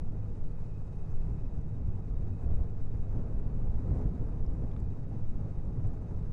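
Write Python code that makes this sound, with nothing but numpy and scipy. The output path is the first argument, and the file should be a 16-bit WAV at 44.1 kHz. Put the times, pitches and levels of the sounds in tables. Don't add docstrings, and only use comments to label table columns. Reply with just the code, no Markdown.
import sys
import numpy as np
from scipy import signal
from scipy.fft import rfft, irfft, next_fast_len
from scipy.io import wavfile

SR = 44100
rng = np.random.default_rng(int(sys.argv[2]) if len(sys.argv) > 2 else 0)


def store_wav(level_fs):
    pcm = np.round(np.clip(np.atleast_2d(level_fs), -1, 1) * 32767)
    wavfile.write(sys.argv[1], SR, pcm.T.astype(np.int16))


def gain_from_decibels(decibels):
    exponent = np.asarray(decibels, float) / 20
    return 10 ** exponent


N = 278712

# (time [s], level [dB])
WIND_SPEED = [(0, -55.5), (.45, -56), (.75, -60.5), (1.1, -55.3), (1.65, -55.2), (2.2, -55), (2.75, -55.5),
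              (3.4, -50), (3.75, -51), (4.2, -50.5), (4.7, -52.5), (5.0, -54), (5.28, -58), (5.55, -53.5),
              (6.05, -53), (6.32, -51.5)]
CALM_DB = [-34.5, -39, -53.5, -81]
WIND_SHARE = [0.45, 0.76, 0.63, 0.083]
# (time [s], lift [dB])
HEAVES = [(.1, 7), (.48, 9), (.77, 1), (1.19, 12), (1.52, 4.5), (1.83, 10), (2.18, 9), (2.52, 14.5),
          (2.84, 8), (3.05, 10), (3.35, 9), (3.73, 9), (4.08, 2.5), (4.48, 9.5), (4.76, 2), (5.31, 9.5),
          (5.61, 0.5), (5.83, 3), (6.2, 0)]
# (time [s], thud lift [dB], rush lift [dB])
GUSTS = [(0, 4.5, -1), (.46, 0, 0), (.99, -1.5, -1.5), (1.33, 7, 0), (1.6, 6.5, -2), (1.88, 9.5, -1),
         (2.24, 7, 0), (2.53, 10, 3.5), (2.97, 2.5, 0), (3.18, 6.5, 3), (3.5, 2, -1.5), (3.63, 4, 0),
         (3.9, 8, 2), (3.98, 5, 5.5), (4.1, 2, 1), (4.4, 4, 0.5), (4.62, 7, 1), (4.86, 5.5, -0.8),
         (5.17, 6.5, 2.5), (5.39, 7, 2.5), (5.62, -2.5, -1), (5.76, 3, 1), (5.92, 4, 0), (6.28, 3, -2.5)]
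# (time [s], lift [dB])
VISOR_TURN = [
    (0, -.3),
    (.45, .5),
    (1.1, 1.5),
    (1.65, -1),
    (2.4, -.2),
    (6.32, .2),
]
# (time [s], lift [dB], half length [s], thump level [dB], thump pitch [Hz])
SLAPS = [(.018, 1.5, 0.0064, -31, 106), (.085, 0, 0.013, -30.5, 104), (0.494, 3, 0.015, -38, 42),
         (0.526, -0.5, 0.024, -32, 43), (1.735, -5, 0.008, -29, 112), (1.852, -4.5, 0.015, -26, 61),
         (2.127, 0, 0.025, -27, 45.3), (2.19, 2.5, 0.016, -33, 56), (2.307, 2.5, 0.024, -35.5, 86),
         (2.453, 4, 0.018, -25, 63.3), (2.528, -3.5, 0.0046, -24.5, 65), (2.579, 1.5, .012, -29, 30),
         (2.612, 5, 0.0075, -19.5, 49.3), (2.905, -1, 0.013, -39, 45.2), (2.933, 3, 0.01, -34, 110),
         (3.164, 4, 0.02, -45, 200), (3.478, 3.5, 0.029, -35, 42), (3.688, -1, 0.026, -31, 46),
         (3.910, 3.5, 0.0081, -35, 150), (3.919, -2.5, 0.011, -21, 48.2), (3.944, 0, 0.0061, -25.5, 42),
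         (3.982, -3.5, 0.0063, -27.5, 55), (4.013, 3.5, .005, -34, 80), (3.992, -0.5, 0.0048, -35, 127),
         (4.061, 11.5, 0.0056, -26, 135), (4.073, -4, 0.013, -22.5, 45), (4.124, -1.5, 0.0093, -34, 181),
         (4.228, 9, 0.015, -29.5, 125), (4.475, 0.5, 0.0076, -28.5, 56), (4.652, 1.5, 0.012, -27.5, 59),
         (5.015, -3.5, 0.018, -37, 125), (5.23, -1.5, 0.015, -31, 106), (5.455, 4.5, 0.012, -32.5, 90),
         (5.582, 6.5, 0.0074, -26.5, 50.6), (5.676, 5, 0.02, -31.5, 51.7), (5.789, 1, 0.0091, -26, 113),
         (5.854, 5, 0.015, -29, 96)]
# (frequency [Hz], level [dB per Hz])
PORT_SPECTRUM = [(2.4, -24), (4, -2), (9, -1), (17, -3.5), (25, -7), (40, -11), (70, -12), (100, -13.5),
                 (140, -18.5), (200, -23), (270, -26)]
# (frequency [Hz], level [dB per Hz])
STREAM_SPECTRUM = [(160, -30), (270, -1), (332, -6), (407, -5), (559, -12.5), (817, -17.5), (1720, -33),
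                   (2590, -40), (3390, -48.5), (3790, -47), (6390, -47.5), (11800, -58), (15400, -84),
                   (22000, -120)]
REGIONS_HZ = [20, 110, 550, 4500]
BAND_EDGES_HZ = [4, 45, 250, 280, 1100, 3000, 11500]
TRIM_DB = [-1, -3, -0.1, 0.03]
# (frequency [Hz], flicker [dB])
FLICKER = [(10, .4), (100, .7), (1000, 1.1), (4000, 1), (10000, 1.4)]
# (time [s], four-stroke cycles per second [Hz])
REVS = [
    (0, 17.03),
    (.7, 17.12),
    (1.25, 17.24),
    (1.6, 17.1),
    (3, 17.1),
    (4.5, 17.07),
    (6.32, 17.04),
]
HUM_ORDERS = [3, 6, 7, 9, 10, 12, 18, 49]
# (level [dB], unsteadiness [dB])
HUM = [(-50, 2), (-44.8, 1.2), (-52, 1.5), (-49.5, 1), (-57.5, 2), (-63, 2), (-69, 3), (-76, 1.5)]
WHINE_ORDERS = [26.9, 37, 73, 75, 147.6, 151.5, 220.5, 224.8, 293.8, 368.6, 438]
# (level [dB], line width [Hz], throbs [per cycle], depth of throb [0-1])
WHINE = [(-63.5, 25, 1, 0), (-77, 12, 1, 0), (-84, 5, 2, .5), (-81.5, 5, 2, .5), (-85.5, 15, 1, .5),
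         (-99, 18, 1, .5), (-93, 17, 1, .8), (-95.5, 12, 3, .8), (-96.5, 24, 1, .6), (-95, 24, 1, .8),
         (-103, 40, 1, .5)]
# (time [s], lift [dB])
FACING = [
    (0, -4),
    (.3, 1),
    (.8, 3),
    (1.3, 4),
    (1.55, -1),
    (2.3, 1),
    (3.2, 0),
    (4.2, -2),
    (5.2, -2),
    (6.32, -2),
]
# (time [s], peak level [dB], ring
# pitch [Hz], time to fall 60 dB [s], spread of the ring [ratio])
GRIT = [(.670, -71, 7500, .03, 1.3), (.415, -72, 6500, .03, 1.5), (3.11, -70, 6000, .07, 1.4),
        (.78, -72, 9000, .005, 1.25), (1.5534, -68, 8000, .025, 1.4), (1.612, -70, 6500, .025, 1.3),
        (2.545, -71, 7000, .03, 1.25), (3.12, -75, 11500, .03, 1.05), (4.4644, -61, 5250, .01, 1.07),
        (4.7153, -64, 3450, .012, 1.06), (4.7155, -60, 2300, .004, 1.3), (4.7156, -62, 5500, .003, 1.3),
        (4.736, -72, 3800, .01, 1.07), (4.7642, -49, 1250, .008, 1.2), (4.7643, -55, 2100, .004, 1.25),
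        (4.7645, -62, 3700, .006, 1.12), (4.7647, -66, 8000, .004, 1.15), (4.7985, -65, 7500, .05, 1.1),
        (4.7995, -71, 10000, .035, 1.12), (4.8005, -70, 4900, .04, 1.1), (5.09, -73, 10500, .012, 1.12),
        (5.8695, -69, 9000, .03, 1.3), (5.8718, -64, 7700, .022, 1.06), (5.8765, -70, 7600, .03, 1.06)]
# (time [s], peak level [dB])
POPS = [(.629, -49), (.818, -47.5), (.893, -55), (1.985, -50), (2.592, -45), (3.134, -51), (3.181, -44),
        (3.439, -58), (3.671, -50), (3.877, -50), (3.915, -40), (3.994, -51), (4.081, -47), (4.129, -50),
        (4.292, -47), (4.476, -48), (4.628, -53), (4.635, -46)]
POP_BAND_HZ = [390, 865]


def in_time(rows):
    s, *columns = np.transpose(rows)
    return [np.interp(np.arange(N) / SR, s, column) for column in columns]


def at_hz(points, hz):
    point_hz, level_db = np.transpose(points)
    return np.interp(np.log(hz), np.log(point_hz), level_db)


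def rms_one(x):
    return x / np.sqrt(np.mean(x ** 2) + 1e-30)


def drift(rate):
    r = np.exp(-80 * np.pi * rate / SR)
    noise = rng.standard_normal(N // 40 + 2002)
    slow = signal.lfilter([1], [1, -2 * r, r * r], noise)[2000:]
    return np.interp(np.arange(N) / 40, np.arange(len(slow)), rms_one(slow - slow.mean()))


def swells(rows, half_s):
    s, *lifts = np.transpose(rows)
    bells = np.exp(-.5 * ((np.arange(N) / SR - s[:, None]) / half_s) ** 2)
    return np.array(lifts) @ bells


def turbulence_db():
    wind_db = in_time(WIND_SPEED)[0]
    heave_db, = swells(HEAVES, half_s=0.062)
    thud_db, rush_db = swells(GUSTS, half_s=0.056)
    hiss_db = .45 * rush_db + in_time(VISOR_TURN)[0]
    swing_db = np.outer(WIND_SHARE, wind_db - wind_db.mean())
    return np.array(CALM_DB)[:, None] + swing_db + [heave_db, thud_db, rush_db, hiss_db]


def eddies():
    t = np.arange(N) / SR
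    lift_db, thump = np.zeros((2, N))
    for s, db, half_s, thump_db, hz in SLAPS:
        bell = np.exp(-.5 * ((t - s) / half_s) ** 2)
        lift_db += db * bell
        thump -= gain_from_decibels(thump_db) * bell * np.cos(2 * np.pi * hz * (t - s))
    return lift_db, thump


def wind():
    size = next_fast_len(N)
    hz = np.maximum(np.arange(size // 2 + 1) * SR / size, 1)
    low, high = np.array(PORT_SPECTRUM), np.array(STREAM_SPECTRUM[1:])
    high = high + [0, low[-1, 1] - high[0, 1] - 1.5]
    colour = rfft(rng.standard_normal(size)) * gain_from_decibels(at_hz(np.vstack([low, high]), hz))

    edges = BAND_EDGES_HZ
    usual = []
    for lo, hi in [edges[0:2], edges[1:3], edges[3:5], edges[5:7]]:
        in_band = (hz > lo) & (hz < hi)
        usual.append(np.sqrt(2 * np.sum(abs(colour[in_band]) ** 2)) / size)
    gains_db = turbulence_db() - 20 * np.log10(usual)[:, None] + np.array(TRIM_DB)[:, None]
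    slaps_db, out = eddies()
    gains_db += np.outer([.8, 1, .5, .1], slaps_db)

    puffs, flutter = drift(20), drift(49)
    for centre_hz in 4 * 2 ** np.arange(0, 12.5, .5):
        window = np.cos(np.pi * np.clip(np.log2(hz / centre_hz), -.5, .5)) ** 2
        place = np.interp(np.log(centre_hz), np.log(REGIONS_HZ), np.arange(4))
        share = np.clip(1 - abs(place - np.arange(4)), 0, 1)
        rough = .6 * puffs + .6 * flutter * (place > 2) + .8 * drift(14)
        level_db = share @ gains_db + at_hz(FLICKER, centre_hz) * rough
        out += gain_from_decibels(level_db) * irfft(colour * window, size)[:N]
    return out


def engine():
    cycle = 2 * np.pi * np.cumsum(in_time(REVS)[0]) / SR
    hum, whine = np.zeros((2, N))
    facing_db = in_time(FACING)[0]
    for order, (db, wobble_db) in zip(HUM_ORDERS, HUM):
        level = gain_from_decibels(db + wobble_db * drift(4))
        phase = order * cycle + .3 * drift(1.5) + rng.uniform(0, 2 * np.pi)
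        hum += level * np.sqrt(2) * np.sin(phase)
    for order, (db, width_hz, throbs, depth) in zip(WHINE_ORDERS, WHINE):
        waver = 2 * np.pi * np.cumsum(width_hz * drift(22)) / SR
        throb = 1 + depth * np.cos(throbs * cycle)
        line = (1.2 + .3 * drift(width_hz)) * throb * np.sin(order * cycle + waver)
        alternator_db = facing_db * (140 < order < 160)
        whine += gain_from_decibels(db + .6 * drift(3) + alternator_db) * line
    return hum + whine


def grit():
    out, t = np.zeros(N + 2048), np.arange(2048) / SR
    skids = rng.standard_normal((len(GRIT), 2048))
    for (s, db, hz, t60, spread), skid in zip(GRIT, skids):
        click = 2 * (t == 0) * (t60 < .02)
        contact = gain_from_decibels(-60 * t / t60) * (.3 * skid + click)
        panel = signal.butter(2, [hz / spread, hz * spread], "band", fs=SR, output="sos")
        tick = signal.sosfilt(panel, contact)
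        out[round(s * SR):][:2048] += gain_from_decibels(db) * tick / abs(tick).max()
    return out[:N]


def pops():
    out, t = np.zeros(N + 4096), np.arange(4096) / SR
    rim = signal.butter(2, POP_BAND_HZ, "band", fs=SR, output="sos")
    fade = gain_from_decibels(-60 * t / 0.026)
    for (s, db), air in zip(POPS, rng.standard_normal((len(POPS), 4096))):
        burst = (air + 12 * (t == 0)) * fade
        puff = signal.sosfilt(rim, signal.sosfilt(rim, burst))
        out[round(s * SR):][:4096] += gain_from_decibels(db) * puff / abs(puff).max()
    return out[:N]


def scene():
    return (wind() + engine() + grit() + pops())[None]


def top_cut(x):
    return signal.sosfilt(signal.butter(12, 11990, fs=SR, output="sos"), x)


def record(dry):
    limit = .17
    rounded = limit * np.tanh(dry / limit)
    return top_cut(rounded)


dry = scene()
out = record(dry)
store_wav(out)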